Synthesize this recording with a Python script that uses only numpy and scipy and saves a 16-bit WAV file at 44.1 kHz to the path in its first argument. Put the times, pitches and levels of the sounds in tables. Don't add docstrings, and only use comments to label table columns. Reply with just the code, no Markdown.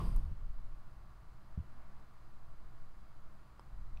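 import sys
import numpy as np
from scipy import signal
from scipy.fft import rfft, irfft, next_fast_len
from scipy.io import wavfile

SR = 44100
rng = np.random.default_rng(int(sys.argv[2]) if len(sys.argv) > 2 else 0)


def bounce(signal):
    frames = np.transpose(np.atleast_2d(signal))
    limited = np.clip(frames, -1, 1)
    pcm = np.round(limited * 32767).astype(np.int16)
    wavfile.write(sys.argv[1], SR, pcm)


N = 176400


def amp(db):
    return 10 ** (np.asarray(db) / 20)


def unit(x):
    return x / np.sqrt(np.mean(x ** 2) + 1e-30)


def clock():
    return np.arange(N) / SR


def filtered(x, response):
    size = next_fast_len(N + SR // 2)
    return irfft(rfft(x, size) * response(np.fft.rfftfreq(size, 1 / SR)), size)[:N]


def coloured(x, spectrum):
    points_hz, db = np.transpose(spectrum)
    return filtered(x, lambda hz: amp(np.interp(np.log(hz + 1), np.log(points_hz + 1), db)))


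def noise(spectrum):
    return unit(coloured(rng.standard_normal(N), spectrum))


def narrow(centre_hz, width_hz):
    white = rng.standard_normal(N)
    return unit(filtered(white, lambda hz: 1 / (1 + (2 * (hz - centre_hz) / width_hz) ** 2)))


def ring(start_s, modes, attack_s):
    t = np.maximum(clock() - start_s, 0)
    attack = 1 - np.exp(-t / attack_s)
    return attack * sum(amp(db - 60 * t / t60) * np.sin(2 * np.pi * hz * t) for hz, db, t60 in modes)


def stroke(peak_s, rise_db_per_s, fall_db_per_s):
    t = clock() - peak_s
    return amp(np.minimum(rise_db_per_s * t, -fall_db_per_s * t))


def echo(x, t60_s):
    t = clock()[:SR // 2]
    tail = rng.standard_normal(len(t)) * amp(-60 * t / t60_s)
    return signal.fftconvolve(x, tail / np.linalg.norm(tail))[:N]


# f/Hz, relative level/dB
AIR_SPECTRUM = [(59, -35), (100, -8), (140, -8.5), (184, -14), (201, -15.5), (264, -21.5), (333, -16),
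                (411, -27), (447, -21), (508, -24), (640, -18.5), (697, -21), (1180, -17), (1660, -26),
                (2750, -35.5), (3770, -38), (4100, -34.5), (5280, -42.5), (15500, -47.5)]


def ventilation(walls_from_hz=820, fan_hz=124.5):
    air = noise(AIR_SPECTRUM)
    walls = filtered(echo(air, t60_s=0.23), lambda hz: hz ** 2 / (hz ** 2 + walls_from_hz ** 2))
    fan = np.sqrt(2) * np.sin(2 * np.pi * fan_hz * clock())
    waver = 0.73 * narrow(fan_hz, width_hz=29)
    return amp(-65) * unit(air + amp(-10) * walls) + amp(-68) * unit(fan + waver)


# f/Hz, level/dB, width/Hz
ROOM_RESONANCES = [(197.5, -76, 13), (314, -83, 56), (1063, -91.5, 17), (4880, -91.5, 440)]


def room_hum():
    hum = sum(amp(db) * narrow(hz, width_hz) for hz, db, width_hz in ROOM_RESONANCES)
    drone = amp(-61.5) * narrow(centre_hz=46.2, width_hz=43)
    return hum + drone


# f/Hz, rms level/dB
WHINE_PARTIALS = [(3000, -102), (4000, -102), (5000, -104), (6000, -103), (7000, -104), (8000, -108),
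                  (9000, -106)]


def whine():
    return sum(amp(db) * np.sqrt(2) * np.sin(2 * np.pi * hz * clock()) for hz, db in WHINE_PARTIALS)


# t/s, level/dB
RUMBLE_ENVELOPE = [(0, -34.5), (.09, -29.5), (0.189, -28), (.28, -31.5), (.36, -39.5), (.46, -39),
                   (0.505, -37), (.56, -43.5), (.63, -38.5), (.68, -45.5), (.76, -42.5), (.81, -55.5),
                   (1.05, -49), (1.3, -51.5), (1.4, -57), (1.7, -59), (2.55, -54.5), (2.64, -52.5),
                   (2.72, -60), (2.79, -52.5), (2.9, -63), (2.97, -56), (3.1, -62), (3.65, -65.5),
                   (3.72, -42.5), (3.9, -41), (4, -43)]
# f/Hz, relative level/dB
RUMBLE_SPECTRUM = [(10, 4), (20, 10), (40, 0.5), (65, -7.5), (120, -20), (190, -29), (280, -37), (500, -53),
                   (1200, -86)]


def handling():
    level_db = np.interp(clock(), *np.transpose(RUMBLE_ENVELOPE))
    rumble = amp(level_db) * noise(RUMBLE_SPECTRUM)
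    sway = amp(-44.5) * narrow(centre_hz=6.32, width_hz=3.44)
    return rumble + sway


# centre t/s, length/s, level/dB
RUB_SWELLS = [(1.53, 0.2, -77.5), (1.797, 0.33, -66), (2.016, 0.13, -70.5), (2.743, 0.35, -77)]
# f/Hz, relative level/dB
RUB_SPECTRUM = [(100, 1.5), (200, 12), (400, -2.5), (800, 0.5), (1400, -1), (2500, -15), (5000, -31),
                (12000, -38)]


def finger_rubs():
    t = clock()
    swells = sum(amp(db) * np.exp(-(2 * (t - at_s) / length_s) ** 2) for at_s, length_s, db in RUB_SWELLS)
    return swells * noise(RUB_SPECTRUM)


# t/s, gain/dB, cut-off f/Hz
HAND_BUMPS = [(0.251, -33.5, 75), (0.313, -37, 500), (1.5756, -26, 322), (1.5915, -16.5, 50.6)]
# f/Hz, relative level/dB, t60/s
THUD_MODES = [(88, 5, 0.069), (145.6, 0.2, 0.068), (312, -9, 0.022)]


def tube_bumps():
    thuds = np.zeros(N)
    for start_s, gain_db, cutoff_hz in HAND_BUMPS:
        modes = [(hz, db - 10 * np.log10(1 + (hz / cutoff_hz) ** 4), t60) for hz, db, t60 in THUD_MODES]
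        thuds += amp(gain_db) * ring(start_s, modes, attack_s=0.0059)
    return thuds


# f/Hz, relative level/dB, t60/s
LIGHT_TICK_MODES = [(2550, 0.5, 0.012), (3460, -3, 0.0063), (3780, -10, 0.0071), (5900, -14, 0.011)]


def tick():
    return amp(-49) * ring(start_s=3.9728, modes=LIGHT_TICK_MODES, attack_s=0.0005)


# t/s, gain/dB
WALL_CONTACTS = [(1.998, -56), (3.5952, -41.5)]
# f/Hz, relative level/dB, t60/s
WALL_MODES = [(530, 1, 0.0052), (980, 6.5, 0.0058), (3180, -15.5, 0.01), (5100, -10.5, 0.0077),
              (8150, -18.5, 0.0073), (9700, -25, 0.015)]


def ball_contacts():
    return sum(amp(db) * ring(start_s, WALL_MODES, attack_s=0.0005) for start_s, db in WALL_CONTACTS)


# f/Hz, relative level/dB
SWISH_SPECTRUM = [(1500, -22), (3800, -12), (4850, 12), (5700, -17), (7000, -22), (7900, 1), (8700, 9),
                  (9800, -4), (11000, 6), (12600, -1.5), (13800, -10), (15500, -8)]
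# f/Hz, relative level/dB
BOOM_SPECTRUM = [(40, -7), (80, -2.5), (125, -1), (190, -9.5), (270, -24), (450, -38), (900, -84)]


def table_brush():
    swish = stroke(peak_s=0.071, rise_db_per_s=64, fall_db_per_s=96) * noise(SWISH_SPECTRUM)
    boom = stroke(peak_s=0.061, rise_db_per_s=101, fall_db_per_s=86.5) * noise(BOOM_SPECTRUM)
    return amp(-67) * swish + amp(-38) * boom


# f/Hz, relative level/dB, t60/s
CLEAR_MODES = [(1085, -7, 0.19), (1137, 2, 0.055)]


def knock_ring(start_s):
    return amp(-40.5) * ring(start_s, CLEAR_MODES, attack_s=0.0012)


# f/Hz, gain/dB
NAIL_SPECTRUM = [(2000, -27), (5000, -8), (6200, -3), (7300, -9), (8700, 4), (10000, -5), (11200, 0),
                 (13000, 2), (14200, -13), (15500, -21)]


def fingernail(start_s=0.163, t60_s=0.0065):
    t = clock() - start_s
    burst = (t > 0) * amp(-45.5 - 60 * np.abs(t) / t60_s) * rng.standard_normal(N)
    return coloured(burst, NAIL_SPECTRUM) + amp(-18) * knock_ring(start_s)


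# f/Hz, level/dB, width/Hz, t60/s
KNOCK_BANDS = [(176, -47, 30, 0.25), (330, -54, 100, 0.54), (580, -68, 75, 0.12), (1060, -51, 110, .34),
               (3090, -67, 370, 0.24)]
# f/Hz, relative level/dB
WASH_SPECTRUM = [(100, 3.5), (250, -11), (480, -4.5), (1100, -4.5), (1700, -17), (3000, -20), (5500, -27.5),
                 (9000, -38), (15000, -42)]


def ball_knock(wash_t60_s=0.99):
    t = clock()
    body = sum(amp(db - 60 * t / t60) * narrow(hz, width_hz) for hz, db, width_hz, t60 in KNOCK_BANDS)
    wash = amp(-50.5 - 60 * t / wash_t60_s) * noise(WASH_SPECTRUM)
    return body + knock_ring(start_s=0.00262) + wash


def scene():
    background = ventilation() + room_hum() + whine()
    hands = handling() + finger_rubs() + tube_bumps() + table_brush()
    clicks = tick() + ball_contacts() + fingernail()
    room_tail = amp(-11) * echo(clicks, t60_s=0.19)
    return (background + hands + clicks + room_tail + ball_knock())[None]


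def record(dry, top_hz=15700):
    return np.array([filtered(channel, lambda hz: hz < top_hz) for channel in dry])


dry = scene()
out = record(dry)
bounce(out)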